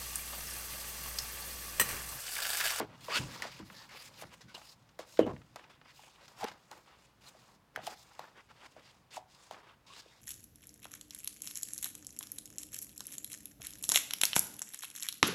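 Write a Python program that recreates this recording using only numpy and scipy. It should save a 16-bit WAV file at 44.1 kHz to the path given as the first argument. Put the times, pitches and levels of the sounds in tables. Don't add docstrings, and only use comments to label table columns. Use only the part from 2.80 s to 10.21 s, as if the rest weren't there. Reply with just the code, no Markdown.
import sys
import numpy as np
from scipy import signal
from scipy.fft import rfft, irfft, next_fast_len
from scipy.io import wavfile
from scipy.ndimage import uniform_filter1d

SR = 44100
rng = np.random.default_rng(int(sys.argv[2]) if len(sys.argv) > 2 else 0)


def amplitude_ratio(level_db):
    exponent = np.asarray(level_db, float) / 20
    return 10 ** exponent


def pcm_store(signal):
    levels = np.round(np.clip(np.atleast_2d(signal), -1, 1) * 32767)
    wavfile.write(sys.argv[1], SR, levels.astype(np.int16).T)


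N = 326781

# centre in Hz, width in Hz, relative level in dB.
SHEET = [(1260, 770, -2.5), (1970, 630, 5), (2726, 700, 7), (4025, 1850, 8.5), (6540, 2370, 2.5),
         (9490, 3700, -11.5), (13800, 1400, -14)]


def rms_one(x):
    return x / np.sqrt(np.mean(x ** 2) + 1e-20)


def in_time(rows):
    seconds, *columns = np.transpose(rows)
    return [np.interp(np.arange(N) / SR, seconds, column) for column in columns]


def drift(rate_hz):
    hop = 40
    r = np.exp(-2 * np.pi * rate_hz * hop / SR)
    white = rng.standard_normal(N // hop + 2002)
    slow = signal.lfilter([1], [1, -2 * r, r * r], white)[2000:]
    return np.interp(np.arange(N) / hop, np.arange(len(slow)), rms_one(slow))


def coloured(spectrum):
    hz, level_db = np.transpose(spectrum)
    log_hz = np.log(np.fft.rfftfreq(N, 1 / SR) + 1)
    shape = amplitude_ratio(np.interp(log_hz, np.log(hz), level_db))
    return rms_one(irfft(rfft(rng.standard_normal(N)) * shape, N))


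def resonance(x, hz, width_hz):
    r = np.exp(-np.pi * width_hz / SR)
    poles = [1, -2 * r * np.cos(2 * np.pi * hz / SR), r * r]
    return signal.lfilter([(1 - r * r) / 2, 0, (r * r - 1) / 2], poles, x)


def steep_ring(x, hz, width_hz):
    return rms_one(resonance(resonance(x, hz, width_hz), hz, 3 * width_hz))


def stick_slip(per_s, spread_db):
    sizes = amplitude_ratio(spread_db * np.minimum(rng.exponential(1, N), 5)) * rng.choice([-1, 1], N)
    happens = rng.random(N) < per_s / SR
    clumps = amplitude_ratio(2.1 * drift(40))
    return sizes * happens * clumps + 1e-18


def strokes():
    # start in seconds, stop in seconds, relative rubbing level at the stop in dB,
    # brightness at the stop in dB per octave, flexing relative to rubbing at the stop in dB.
    slides = [(0.205, 0.3, -49.5, 5.5, -10), (0.292, 0.379, -32.5, 0, -9.5), (1.089, 1.172, -48, -0.5, -11),
              (1.336, 1.425, -53, 4, -6), (1.501, 1.544, -54.5, 0.5, -3.5),
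              (3.043, 3.109, -57.5, -4.5, -17), (3.377, 3.453, -59.5, 1.5, -2),
              (3.565, 3.63, -52.5, 6.5, -4), (3.644, 3.686, -47.5, -4, -8.5), (4.408, 4.485, -57, 6, -9),
              (4.972, 4.956, -42.5, -8, 6), (5.016, 5.075, -50.5, 8, 0), (5.752, 5.862, -58.5, -0.5, -1.5),
              (6.305, 6.365, -48.5, 5, -9.5), (7.064, 7.2, -53.5, 3.5, -11)]
    # start in seconds, stop in seconds, relative rubbing level in dB,
    # brightness in dB per octave, flexing relative to rubbing in dB.
    drags = [(0.09, 0.158, -65.5, -6, 6.5), (0.397, 0.614, -52.5, 1, -2.5),
             (0.684, 0.788, -55, -0.5, -11.5), (0.844, 1.06, -59.5, 2, -7.5), (1.17, 1.282, -55.5, 2, -12),
             (1.747, 1.934, -63, 7.5, -6.5), (2.266, 2.414, -65, 8, -7), (2.44, 2.519, -71.5, 3.5, 21),
             (3.142, 3.285, -64, 5.5, -5.5), (3.626, 3.679, -56.5, -6, 14.5),
             (4.466, 4.757, -69.5, 4.5, -1.5), (4.962, 5.028, -63, -2.5, 8), (5.051, 5.14, -57, 6, 3.5),
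             (5.16, 5.272, -68.5, 9.5, -6.5), (5.556, 5.608, -62.5, -8, -1.5),
             (5.699, 5.716, -61.5, -7.5, 0), (6.014, 6.116, -65, -0.5, -6), (6.492, 6.715, -66.5, 3, -7),
             (6.828, 6.938, -67, -7, 3)]
    # start in seconds, relative rubbing level in dB,
    # fading in dB per second, brightness in dB per octave, flexing relative to rubbing in dB.
    settles = [(0, -49, 352, -2.5, 12.5), (0.393, -46.5, 140, 2, -4.5), (0.621, -45, 150, -3, 0),
               (0.791, -57.5, 170, -4.5, 1.5), (1.42, -53.5, 600, -4, 13), (1.607, -56, 400, -0.5, -8),
               (1.682, -58, 170, -3, -10), (1.742, -50, 500, 6, -0.5), (2.19, -47.5, 380, 0.5, 1),
               (2.389, -52, 300, 2.5, 11), (2.529, -67.5, 260.5, 4, 10.5), (2.7585, -46.5, 1502, -12, 1.5),
               (2.774, -62, 88.5, -3.5, 0), (2.894, -59, 207, -3.5, -2), (3.479, -62.5, 131, 3.5, -0.5),
               (3.698, -62, 134, 2.5, 0), (3.909, -61.5, 93, 3.5, 4), (4.058, -64, 63.5, -3.5, -0.5),
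               (5.399, -61.5, 93, 3, 3.5), (5.962, -65, 89, -3, 5), (6.382, -66, 261, 3, 2),
               (6.71, -58.5, 139, 0.5, 2.5), (7.205, -65.5, 22, 1.5, -8.5)]
    # time in seconds, relative rubbing level in dB.
    resting = [(0, -68.5), (1.07, -68), (1.3, -66), (1.9, -78), (2.2, -79.5), (2.6, -75.5), (2.95, -74.5),
               (3.0, -87), (3.07, -69), (3.3, -69), (3.82, -74), (4.24, -71), (4.35, -80.5), (4.93, -100),
               (5.15, -71), (5.36, -67), (5.63, -77), (5.9, -70.5), (6.18, -74), (6.26, -92.5), (7.0, -90),
               (7.41, -75.5)]
    resting_tilt_db, resting_flex_db = 3.0, -3.0
    grip_db_per_s, release_db_per_s = 706, 1000
    swell_db = 11.5
    brighten_db, stiffen_db = 4.5, 1
    ease_db = 3

    t = np.arange(N) / SR
    shapes = []
    for start, stop, db, tilt_db, flex_db in slides:
        left = np.clip((stop - t) / (stop - start), 0, 1)
        release = release_db_per_s * np.maximum(t - stop, 0)
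        level_db = db - swell_db * left - release
        shapes.append((t - start, level_db, tilt_db - brighten_db * left, flex_db + stiffen_db * left))
    for start, stop, db, tilt_db, flex_db in drags:
        onset = grip_db_per_s * np.maximum(start - t, 0)
        release = release_db_per_s * np.maximum(t - stop, 0)
        from_middle = np.clip(2 * (t - start) / (stop - start) - 1, -1, 1)
        shapes.append((t, db - onset - ease_db * from_middle ** 2 - release, tilt_db, flex_db))
    for start, db, fade, tilt_db, flex_db in settles:
        shapes.append((t - start, db - fade * (t - start), tilt_db, flex_db))

    level = in_time(resting)[0]
    bright, flex = np.full(N, resting_tilt_db), np.full(N, resting_flex_db)
    for age, db, tilt_db, flex_db in shapes:
        louder = (age >= 0) & (db > level)
        level[louder] = db[louder]
        bright[louder] = np.broadcast_to(tilt_db, N)[louder]
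        flex[louder] = np.broadcast_to(flex_db, N)[louder]
    gain = signal.lfilter([.008], [1, -.992], amplitude_ratio(level))
    return gain, uniform_filter1d(bright, size=1200), uniform_filter1d(flex, size=200)


def rubbing(gain, tilt_db):
    # time in seconds, level in dB.
    top_treble = [(0, 4.5), (1.45, 10), (1.7, 2.5), (3.5, 3.5), (7.41, -1.5)]
    creases = signal.lfilter([1], [1, -.99], rng.exponential(.5, N) * (rng.random(N) < 40 / SR))
    slips = [stick_slip(per_s=9000, spread_db=2.5) * (1 + creases) for _ in range(2)]
    panels = [(hz, .06 * hz, -11.5) for hz in np.geomspace(1000, 5500, num=14)]
    out, top_db = 0, in_time(top_treble)[0]
    for k, (hz, width, db) in enumerate(SHEET + panels):
        wander_db = (1.8 if k < len(SHEET) else 5) * drift(6)
        colour_db = tilt_db * np.log2(min(hz, 9500) / 3000) + (hz > 9000) * top_db
        out = out + amplitude_ratio(db + wander_db + colour_db) * steep_ring(slips[k % 2], hz, width)
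    return gain * amplitude_ratio(-11.0) * out


def flexing(gain, flex_db):
    # centre in Hz, width in Hz, relative level in dB.
    modes = [(250, 75, -13), (338.6, 230, 1.5), (470, 340, 0), (550, 120, -5), (785, 540, 10)]
    slips, out = stick_slip(per_s=3700, spread_db=1.0), 0
    depth = np.maximum(flex_db - 3.0, 0)
    for hz, width, db in modes:
        wander_db = 3 * drift(8)
        tilt_db = -1.3 * depth * np.log2(hz / 550)
        out = out + amplitude_ratio(db + wander_db + tilt_db) * steep_ring(slips, hz, width)
    return gain * amplitude_ratio(flex_db - 8.5) * out


def singing():
    # start in seconds, stop in seconds, relative level in dB, first pitch in Hz, last pitch in Hz.
    patches = [(0.306, .388, -39.5, 1058, 1600), (0.314, 0.392, -40.5, 2834, 2640),
               (.32, 0.376, -41.5, 4690, 4520), (.92, 1.06, -63.5, 1790, 1800),
               (1.105, 1.186, -75, 1700, 2190), (.95, 1.048, -64.5, 4450, 4500),
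               (1.16, 1.223, -60.5, 4440, 4900), (1.742, 1.771, -50.5, 2860, 3030),
               (1.744, 1.754, -47.5, 3880, 4030), (2.39, 2.453, -51.5, 3000, 2960),
               (2.47, 2.526, -51, 960, 1074), (3.616, 3.63, -48, 800, 760), (3.655, 3.682, -56, 794, 920),
               (4.462, 4.486, -57.5, 4150, 3960), (5.056, 5.074, -55.5, 3600, 2920),
               (7.051, 7.138, -61.5, 929, 1162), (7.106, 7.173, -63, 3620, 4010)]
    width_share = 0.11
    out, white = np.zeros(N), rng.standard_normal((2, N))
    for start, stop, db, from_hz, to_hz in patches:
        at = slice(round(start * SR), round(stop * SR))
        along = np.linspace(0, 1, at.stop - at.start)
        phase = 2 * np.pi * np.cumsum(from_hz + (to_hz - from_hz) * along) / SR
        r = np.exp(-np.pi * width_share * from_hz / SR)
        a, b = rms_one(signal.lfilter([1], [1, -2 * r, r * r], white[:, at]))
        swell = np.sin(np.pi * along) ** 0.26 * (.7 + 0.53 * along)
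        out[at] += amplitude_ratio(db) * swell * (a * np.cos(phase) + b * np.sin(phase))
    return out


def snaps():
    # start in seconds, flap envelope peak in dB, pitch the flap sinks to in Hz, #
    # relative crack level in dB, flap length in cycles (it peaks half way
    buckles = [(0.002, -26, 730, -65, 1.38), (0.282, -34.5, 990, -50, 6.4), (0.284, -38.5, 574, -58, 4.1),
               (0.621, -28.5, 1840, -28.5, 12), (0.651, -39.5, 640, -70, 4.3), (0.798, -48, 304, -60, 2.1),
               (1.422, -40, 606, -44, 2.3), (1.776, -48.5, 745, -73, 4.6), (2.19, -37, 1220, -40, 2.7),
               (2.192, -37, 590, -70, 3.7), (2.3913, -12.5, 470, -35, 1.7), (2.406, -28.5, 250, -60, 3.7),
               (2.461, -37, 246, -74, 5.4), (2.465, -33.5, 630, -47.5, 2.3),
               (2.7589, -40.5, 673, -38.5, 1.9), (3.192, -49, 836, -64.5, 5.5),
               (3.609, -39, 794, -44.5, 5.7), (3.629, -31.5, 778, -76, 6.6), (3.642, -39, 810, -31.5, 7),
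               (3.9135, -44.5, 810, -40, 6), (4.548, -56, 630, -75, 4.8), (4.9605, -24.5, 1180, -33.5, 1.7),
               (4.974, -36, 632, -73.5, 2.6), (4.989, -40.5, 740, -66, 5), (5.068, -36.5, 2400, -30.5, 1.6),
               (5.073, -31, 747, -55, 5.7), (5.081, -42, 675, -60, 3.4), (5.393, -32, 750, -38, 1.5),
               (5.964, -47, 631, -82, 3.4), (6.368, -35, 860, -45, 5.5), (6.375, -36.5, 706, -63.5, 5),
               (6.71, -34.5, 707, -42.5, 1.9), (7.26, -55.5, 483, -81, 1.8)]
    # pitch in Hz, relative level in dB,
    # relative ring time in seconds (a 60 dB fall takes about 0.69 of it).
    book = [(117.4, -27, 0.45), (236, -29, 0.26), (321, 5.5, 0.059), (460, 5.5, 0.033), (640, -5, 0.045),
            (860, -16, 0.028)]
    t = np.arange(round(.06 * SR)) / SR
    cracks, pats, flaps = np.zeros((3, N + len(t)))
    noise = rng.standard_normal((len(buckles), len(t)))
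    for (s, flap_db, hz, crack_db, cycles), grit in zip(buckles, noise):
        at = slice(round(s * SR), round(s * SR) + len(t))
        cracks[at] += amplitude_ratio(crack_db) * grit * np.exp(-t / .0022)
        pats[at] += amplitude_ratio(flap_db) * hz / 1400 * grit[::-1] * np.exp(-t / 0.003)
        age = t * hz / np.clip(cycles / 2, 1.2, 5)
        phase = 2 * np.pi * hz * (t + 0.0013 * (1 - np.exp(-t / 0.00074)))
        flaps[at] += amplitude_ratio(flap_db) * age ** 2 * np.exp(1 - age ** 2) * np.sin(phase)
    cracks, pats, flaps = cracks[:N], pats[:N], flaps[:N]
    ringing = sum(amplitude_ratio(0.48 * db) * resonance(cracks, hz, width) * (-1) ** k
                  for k, (hz, width, db) in enumerate(SHEET))
    slaps = signal.sosfilt(signal.butter(3, [600, 3300], "band", fs=SR, output="sos"), pats)
    body = sum(amplitude_ratio(db + 26.5) * resonance(flaps + 1e-18, hz, 3.2 / ring_s) * ring_s
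               for hz, db, ring_s in book)
    return ringing + slaps + flaps + body


def ticks():
    # start in seconds, peak level in dB, pitch in Hz that places the band.
    taps = [(0.8997, -42, 1440), (1.222, -42, 7000), (1.26, -46, 5000), (1.454, -50, 1260),
            (1.8155, -43.5, 1330), (2.091, -53, 3500), (2.372, -39.5, 2580), (2.564, -42, 1540),
            (2.617, -49.5, 1990), (2.794, -45, 1810), (2.841, -47, 2400), (3.014, -47, 1890),
            (3.056, -50, 806), (3.236, -47, 1950), (3.358, -51.5, 2500), (3.48, -44.5, 3500),
            (3.716, -43.5, 1200), (5.425, -48, 1040), (6.744, -42.5, 1800)]
    decay_s = 0.0045
    t, out = np.arange(round(.03 * SR)) / SR, np.zeros(N + SR)
    for (s, db, hz), grit in zip(taps, rng.standard_normal((len(taps), len(t)))):
        band = signal.butter(3, [0.22 * hz, 1.6 * hz], "band", fs=SR, output="sos")
        tick = signal.sosfilt(band, grit * np.exp(-t / decay_s))
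        start = round(s * SR)
        out[start:start + len(t)] += amplitude_ratio(db) * tick / np.abs(tick).max()
    return out[:N]


def desk():
    # frequency in Hz, relative density in dB.
    rumble = [(30, -18.5), (87, -14), (124, -5), (211, -11), (320, -17.5), (420, -32.5), (700, -120)]
    # peak time in seconds, rumble level in dB before a slow wander,
    # dying in dB per second.
    thuds = [(0.398, -40, 100), (0.818, -48.5, 250), (1.44, -53.5, 118), (1.647, -53.5, 250),
             (2.408, -41, 109), (2.479, -36.5, 181), (3.62, -59, 89), (4.979, -58.5, 74)]
    # time in seconds, rumble level in dB before the wander.
    load = [(0, -59.5), (.3, -59.5), (.9, -65.5), (3.4, -72), (7.41, -73)]
    rise_db_per_s = 903
    t, level = np.arange(N) / SR, in_time(load)[0]
    for s, db, fade in thuds:
        rise = rise_db_per_s * np.maximum(s - t, 0)
        level = np.maximum(level, db - rise - fade * np.maximum(t - s, 0))
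    return amplitude_ratio(level + 2 * drift(7.0)) * coloured(rumble)


def room(x):
    t60_s, wall_cut_hz = 0.29, 5700
    size = next_fast_len(N + SR)
    w = 2 * np.pi * np.fft.rfftfreq(size)
    dull = 1 / (1 + 1j * w * SR / (2 * np.pi * wall_cut_hz))
    echoes = 0
    for k, lag_s in enumerate(rng.uniform(0.0056, 0.033, size=10)):
        once = amplitude_ratio(-60 * lag_s / t60_s) * dull * np.exp(-1j * w * lag_s * SR)
        echoes = echoes + (-1) ** k * once / (1 - once)
    return irfft(rfft(x, size) * echoes, size)[:N]


def room_air():
    # frequency in Hz, relative density in dB.
    spectrum = [(25, -11), (58, 2.5), (145, -11), (988, -6), (1610, -12), (5000, -21.5), (8360, -27),
                (16000, -29.5)]
    return amplitude_ratio(-70) * coloured(spectrum)


def scene():
    gain, tilt_db, flex_db = strokes()
    paper = rubbing(gain, tilt_db) + flexing(gain, flex_db) + singing()
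    hits = snaps() + ticks()
    echo = amplitude_ratio(-20.5) * room(hits + paper / 5)
    return (paper + hits + echo + desk() + room_air())[None]


def roll_off(x):
    return signal.sosfilt(signal.butter(12, 16500, fs=SR, output="sos"), x)


def record(dry):
    thin = signal.sosfilt(signal.butter(4, 38, "high", fs=SR, output="sos"), dry)
    return roll_off(thin)


dry = scene()
out = record(dry)
pcm_store(out)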